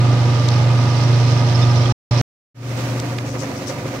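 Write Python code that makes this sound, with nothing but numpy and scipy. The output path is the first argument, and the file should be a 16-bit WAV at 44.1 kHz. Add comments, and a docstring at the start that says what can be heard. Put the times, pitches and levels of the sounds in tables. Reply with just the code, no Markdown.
"""Pollen sorter in a yard

A motor hums at twice the mains rate, its shaft shakes the sheet-metal housing, and the sieves rattle.
Pollen granules trickle into a plastic tub, with a few faint squeaks and ticks.
It is heard first from beside the tub. The sound drops out twice, then fades in from a step away,
where the sieves knock and shoes scuff the concrete."""
import sys
import numpy as np
from scipy.fft import rfft, irfft, next_fast_len
from scipy.io import wavfile
from scipy.ndimage import map_coordinates

SR = 44100
rng = np.random.default_rng(int(sys.argv[2]) if len(sys.argv) > 2 else 0)


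def put_to_file(sound):
    """Save the sound as 16-bit audio at rate SR, in the file named by the first command-line argument."""
    columns = np.atleast_2d(sound).T  # one column per channel
    safe = np.clip(columns, -1, 1)
    whole_steps = np.round(safe * 32767)
    wavfile.write(sys.argv[1], SR, whole_steps.astype(np.int16))


N = 176400

HUM_HZ, SHAFT_HZ = 120.0, 24.32
SIEVE_HZ, SIEVE_WIDTH_HZ = 523.5, 50  # the sieve's hollow ring
NEAR, AWAY = 0, 1  # where the listener stands: beside the tub, or a step away


def amp(db):
    """Turn decibels into a gain."""
    return 10 ** (np.asarray(db) / 20)


def unit(x):
    """Scale a signal to an average strength (rms) of 1."""
    return x / np.sqrt(np.mean(x ** 2) + 1e-20)


def clock():
    """The time of every sample, in seconds."""
    return np.arange(N) / SR


def along(points, hz):
    """Read between (frequency, value) points on a logarithmic frequency scale."""
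    freqs, values = np.transpose(points)
    return np.interp(np.log(hz + 1), np.log(freqs + 1), values)


def curve(rows):
    """Join (time, value) points with straight lines, one value a sample."""
    return np.interp(clock(), *np.transpose(rows))


def wobble(rate):
    """A smooth curve through `rate` random values a second."""
    return map_coordinates(rng.standard_normal(int(N * rate / SR) + 4), [clock() * rate])


def swell(start, length):
    """A rounded rise and fall."""
    return np.sin(np.pi * np.clip((clock() - start) / length, 0, 1))


def pan(db):
    """Left and right gains that make the left side `db` louder than the right."""
    gains = amp(np.array([np.atleast_1d(db), -np.atleast_1d(db)]) / 2)
    return gains / gains.mean(axis=0)


def filtered(x, response):
    """Multiply each frequency in x by response(hz)."""
    size = next_fast_len(N + SR // 4)
    return irfft(rfft(x, size) * response(np.fft.rfftfreq(size, 1 / SR)), size)[..., :N]


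def noise(colour):
    """Stereo noise shaped by colour(hz); the two sides match in the bass and differ in the treble."""
    # how alike left and right are (1 = the same): f/Hz, likeness
    likeness = [(30, 1), (120, 1), (300, 0.85), (600, 0.68), (1100, 0.52), (2200, .08), (12000, 0.039)]

    def shares(hz):
        angle = np.arccos(np.clip(along(likeness, hz), -1, 1)) / 2
        return colour(hz) * np.array([np.cos(angle), np.sin(angle)])

    mid, side = filtered(rng.standard_normal((2, N)), shares)
    return np.array([mid + side, mid - side]) / mid.std()


def rotation(hz, drift):
    """The angle of something that turns at a nearly steady rate."""
    return 2 * np.pi * np.cumsum(hz * (1 + drift * wobble(6.804))) / SR


def tone(angle):
    """A sine wave of strength (rms) 1 that starts anywhere in its cycle."""
    return np.sqrt(2) * np.sin(angle + rng.uniform(0, 2 * np.pi))


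def overtones(angle, rows, place, waver_db=1.8):
    """Tones at whole multiples of one rate, each wavering a little in level."""
    return sum(amp(db[place] + waver_db * wobble(9)) * tone(round(k) * angle) for k, *db in rows)


def ring(centre, width):
    """A part shaken at random rings in a narrow band around its own pitch."""
    return noise(lambda hz: 1 / (1 + ((hz - centre) / width) ** 2))


def motor_hum(angle, place, level_db):
    """The motor hums at twice the mains rate; overtones add a buzz."""
    # overtones of the hum: multiple, near level/dB, away level/dB
    buzz = [(2, -39, -45), (3, -37.5, -42), (5, -41.5, -48.5), (6, -44, -48), (7, -46, -62),
            (8, -44.5, -52), (10, -49, -69)]
    return amp(level_db) * tone(angle) + overtones(angle, buzz, place)


def shaft_shake(angle, place):
    """The shaft shakes the housing at multiples of its turning rate."""
    # tones of the shaking: multiple, near level/dB, away level/dB
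    shake = [(3, -50, -52.5), (4, -30, -43), (6, -29.5, -37), (7, -43, -51), (8, -47, -50), (9, -44, -44.5),
             (10, -50, -59), (11, -36, -37.5), (12, -46, -39), (13, -44, -67), (15, -60, -48.5),
             (19, -42, -47.5), (21, -53, -44.5), (22, -54, -57), (24, -42, -52), (29, -42, -71)]
    return overtones(angle, shake, place)


def sieve_stroke(peak_s=3.042):
    """The sieve swings to and fro, between -1 and 1, once for two turns of the shaft."""
    return np.cos(np.pi * SHAFT_HZ * (clock() - peak_s))


def rattle(place, colour, rattle_db, sieve_db):
    """The shaken housing and sieves make a broad noise, and the sieve and metal panels ring."""
    # ringing panels: f/Hz, width/Hz, near level/dB, away level/dB
    panels = [(281, 36, -43, -40.5), (630, 30, -42.5, -49.5), (701, 39, -50, -50.5), (820, 50, -40, -61),
              (949, 36, -40, -51.5), (1186, 34, -38, -47), (1248.6, 12, -39, -50), (2074, 12, -48, -56),
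              (2500, 18, -49.5, -69)]
    sound = amp(rattle_db) * noise(lambda hz: amp(along(colour, hz)))
    sound += amp(sieve_db) * ring(SIEVE_HZ, SIEVE_WIDTH_HZ)
    for centre, width, *db in panels:
        sound += amp(db[place]) * ring(centre, width)
    return sound


def flutter(sound, hum_angle, shaft_angle, flutter_db, shaft_depth=0.11, hum_depth=0.071):
    """Above the bass, the rattle pulses with the shaft and the hum, and flickers at random."""
    shaft_pulse = tone(shaft_angle) / 2 + tone(2 * shaft_angle) + tone(4 * shaft_angle)
    hum_pulse = tone(hum_angle) + tone(2 * hum_angle)
    drive = unit(np.exp((shaft_depth * shaft_pulse + hum_depth * hum_pulse) / 2))
    bass = filtered(sound, lambda hz: 1 / (1 + (hz / 220) ** 4))
    return bass + (sound - bass) * drive * amp(flutter_db * wobble(28.08))


def machine(place, hum_db, colour, balance, rattle_db, sieve_db, flutter_db):
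    """The motor, the shaft and the rattle they drive, spread between left and right."""
    hum_angle = rotation(HUM_HZ, drift=.0005)
    shaft_angle = rotation(SHAFT_HZ, drift=.0025)
    tones = motor_hum(hum_angle, place, hum_db) + shaft_shake(shaft_angle, place)
    rattling = rattle(place, colour, rattle_db, sieve_db)
    rattling = flutter(rattling, hum_angle, shaft_angle, flutter_db)
    return filtered(tones + rattling, lambda hz: pan(along(balance, hz)))


def machine_near():
    """The sorter from beside the tub: a strong hum over an even rattle."""
    # loudness of the hum: t/s, level/dB
    hum_levels = [(0.03, -13), (0.442, -15.5), (0.668, -13), (0.998, -16), (1.116, -12.5), (1.524, -15.5),
                  (1.57, -13), (1.812, -13), (1.848, -16), (1.88, -14.5)]
    # tone colour of the rattle: f/Hz, relative level/dB
    colour = [(25, -21.5), (60, -12.5), (110, -2.5), (170, -3.5), (215, -7.5), (300, -4.5), (400, -11),
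              (530, -6.5), (680, -13), (1000, -14), (1270, -20), (1350, -15.5), (2400, -19.5), (4000, -22),
              (7000, -31.5), (10000, -42), (15000, -51.5)]
    # which side is louder: f/Hz, left minus right/dB
    balance = [(110, -2.5), (380, 0.5), (700, -2), (2400, -2), (5000, -6), (15000, 0.5)]
    stroke = sieve_stroke()
    return machine(NEAR, curve(hum_levels), colour, balance,
                   rattle_db=-26.5 - 0.2 * stroke, sieve_db=-41.5 + stroke, flutter_db=0.14)


def machine_away():
    """The sorter from a step away: the hum sinks and the sieve chugs more clearly."""
    # loudness of the hum: t/s, level/dB
    hum_levels = [(2.72, -18.5), (2.88, -23), (3.19, -27), (3.31, -26), (3.45, -34), (3.62, -40),
                  (3.8, -33), (3.95, -33)]
    # loudness of the rattle: t/s, level/dB
    rattle_levels = [(2.6, -28.5), (2.72, -26), (2.86, -28), (3.0, -29.5), (3.15, -31), (3.3, -32.5),
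                     (3.43, -33), (3.5, -33), (3.64, -29), (3.7, -32), (4.0, -31.5)]
    # tone colour of the rattle: f/Hz, relative level/dB
    colour = [(25, -23), (60, -9), (85, -5), (125, 8), (180, -0.5), (280, -4), (380, -1.5), (450, -8),
              (530, -1), (700, -7.5), (1000, -9.5), (1600, -12), (2300, -12), (3200, -17.5), (6000, -17.5),
              (9500, -30), (15500, -33)]
    # which side is louder: f/Hz, left minus right/dB
    balance = [(110, 1), (700, -2), (1300, -3.5), (2400, -8.5), (4400, -3), (7000, 1.5), (15000, -6.5)]
    stroke = sieve_stroke()
    return machine(AWAY, curve(hum_levels), colour, balance,
                   rattle_db=curve(rattle_levels) + 0.97 * stroke, sieve_db=-46 + 3 * stroke,
                   flutter_db=1.7)


def pollen(grains_per_s=3600, chinks_per_s=55, chink_hz=4700, chink_s=.016, chink_db=-5.5):
    """Thousands of granules a second patter unevenly into the tub; a few make the chute chink."""
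    # tone colour of the landing granules: f/Hz, relative level/dB
    colour = [(600, -30), (2000, -6.5), (3000, -3), (4300, -1.5), (5400, 1.5), (6200, -4), (7000, -18.5),
              (9000, -25), (15000, -34.5)]
    # loudness of the stream: t/s, level/dB
    flow = [(0, -45), (.15, -39), (.45, -38), (.51, -33.5), (.59, -35), (.68, -43), (.82, -36.5),
            (1.0, -34), (1.4, -35), (1.9, -34.5), (2.2, -32.5)]
    hits = (rng.random((2, N)) < grains_per_s / SR) * rng.standard_normal((2, N))
    patter = unit(filtered(hits, lambda hz: amp(along(colour, hz))))
    patter *= amp(1.2 * wobble(45))
    age = np.arange(SR // 20) / SR
    shape = np.sin(np.pi * np.clip(age / chink_s, 0, 1))
    chinks = np.zeros(N + len(age))
    for when, pitch, size in rng.random((int(chinks_per_s * N / SR), 3)):
        hz = chink_hz * np.exp(.27 * (2 * pitch - 1))
        start = int(when * N)
        chinks[start:start + len(age)] += 2 * size * shape * np.sin(2 * np.pi * hz * age)
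    return (patter + amp(chink_db) * chinks[:N]) * amp(curve(flow)) * pan(-13.5)


def ticks(rise_s=.0002):
    """Light ticks, and the click as the sound cuts out: a sharp snap and a tail that dies at once."""
    # ticks and clicks: t/s, level/dB, f/Hz, half-width/octaves, time to fade by 60 dB/s,
    # tail relative to snap/dB, left minus right/dB
    clicks = [(0.4858, -23.5, 6500, 0.36, 0.0077, -0.5, 11), (0.4866, -17, 6600, 0.45, .004, -4, 16),
              (0.4885, -13, 4140, 0.4, 0.0053, 0, 16), (2.2122, -25, 7500, 0.85, 0.00202, -11, -1.5),
              (2.9964, -19, 3000, .9, .002, -14, -12), (3.0004, -14, 5400, 0.62, 0.006, -7.5, 0),
              (3.185, -15, 3180, 0.89, .003, -14, -10), (3.1874, -11, 2500, 0.95, .004, -11, -12)]
    sound = np.zeros((2, N))
    for start, db, centre, octaves, fade_s, tail_db, pan_db in clicks:
        age = np.maximum(clock() - start, 0)
        colour = lambda hz: 1 / (1 + (np.log2((hz + 1) / centre) / octaves) ** 4)
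        impulse = 1. * (np.arange(N) == round(start * SR))
        snap = filtered(impulse, colour)
        tail = noise(colour) * amp(tail_db - 60 * age / fade_s) * (1 - np.exp(-age / rise_s))
        sound += amp(db) * pan(pan_db) * (snap / snap.max() + tail)
    return sound


def squeaks(roughness=.6):
    """Short, slightly rough whistles from the moving parts."""
    # whistles: t/s, length/s, f/Hz, level/dB
    whistles = [(0.897, .03, 5320, -40), (.96, 0.029, 4660, -36), (1.544, 0.024, 5250, -29),
                (1.575, .03, 4450, -38), (1.612, 0.033, 5200, -33), (1.616, 0.028, 3610, -29.5),
                (1.683, 0.043, 5270, -38), (1.765, 0.027, 5250, -35), (1.812, 0.02, 4600, -40),
                (1.853, 0.014, 3280, -30.5), (2.169, 0.026, 5600, -34.5)]
    sound = np.zeros(N)
    for start, length, hz, db in whistles:
        angle = 2 * np.pi * hz * clock() + roughness * wobble(380)
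        sound += amp(db) * swell(start, length) * tone(angle)
    return sound * pan(-17.0)


def knocks(length_s=0.041, roughness=0.75, clatter_db=-1.5):
    """The harder strokes of the sieve: a hollow bump and a brief clatter of the mesh."""
    # hard strokes: t/s, level/dB
    strokes = [(2.775, -36), (2.855, -37), (2.943, -34.5), (3.019, -30), (3.11, -33), (3.228, -34),
               (3.335, -31), (3.415, -28), (3.495, -34.5), (3.6, -36), (3.685, -32.5), (3.768, -34.5),
               (3.841, -32), (3.925, -32)]
    # tone colour of the mesh: f/Hz, relative level/dB
    colour = [(150, -21), (350, 0), (600, 2.5), (850, -2.5), (1250, -6.5), (2300, -7), (4000, -35),
              (12000, -46)]
    level = sum(amp(db) * swell(start, length_s) for start, db in strokes)
    bump = tone(2 * np.pi * SIEVE_HZ * clock() + roughness * wobble(110))
    clatter = noise(lambda hz: amp(along(colour, hz)))
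    return level * (bump + amp(clatter_db) * clatter) * pan(-2.1)


def scuffs():
    """Soles brush over gritty concrete."""
    # shoe movements: t/s, length/s, level/dB, left minus right/dB
    steps = [(3.241, 0.12, -43.5, 11), (3.37, 0.089, -38.5, 13), (3.546, 0.062, -43, 15),
             (3.656, 0.064, -37, 16)]
    # tone colour of the grit: f/Hz, relative level/dB
    colour = [(1500, -24), (4000, -4.5), (6000, 5.5), (7500, -3.5), (10000, -14.5), (15000, -24)]
    grit = noise(lambda hz: amp(along(colour, hz))) * amp(2.3 * wobble(350))
    return grit * sum(amp(db) * pan(pan_db) * swell(start, length) for start, length, db, pan_db in steps)


def from_right(x, lag_s=.00008):
    """Sound from the right reaches the left side a moment later."""
    return filtered(x, lambda hz: np.exp(1j * np.pi * hz * lag_s * np.array([[-1], [1]])))


def scene(fade_start_s=2.544, fade_s=0.34):
    """The sound beside the tub cuts out twice, then the sound from a step away fades in."""
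    # the sound beside the tub, on (1) or off (0): t/s, gain
    on_off = [(1.9225, 1), (1.9245, 0), (2.1095, 0), (2.1115, 1), (2.2135, 1), (2.21355, 0)]
    near = machine_near()
    away = from_right(machine_away() + knocks()) + scuffs()
    fade_in = np.clip((clock() - fade_start_s) / fade_s, 0, 1) ** 0.94
    return away * fade_in + ticks() + (near + squeaks() + pollen()) * curve(on_off)


def record(dry):
    """Cut away the very highest treble."""
    top_hz, edge_hz = 15800, 100
    return filtered(dry, lambda hz: np.clip((top_hz - hz) / edge_hz + .5, 0, 1))


dry = scene()
out = record(dry)
put_to_file(out)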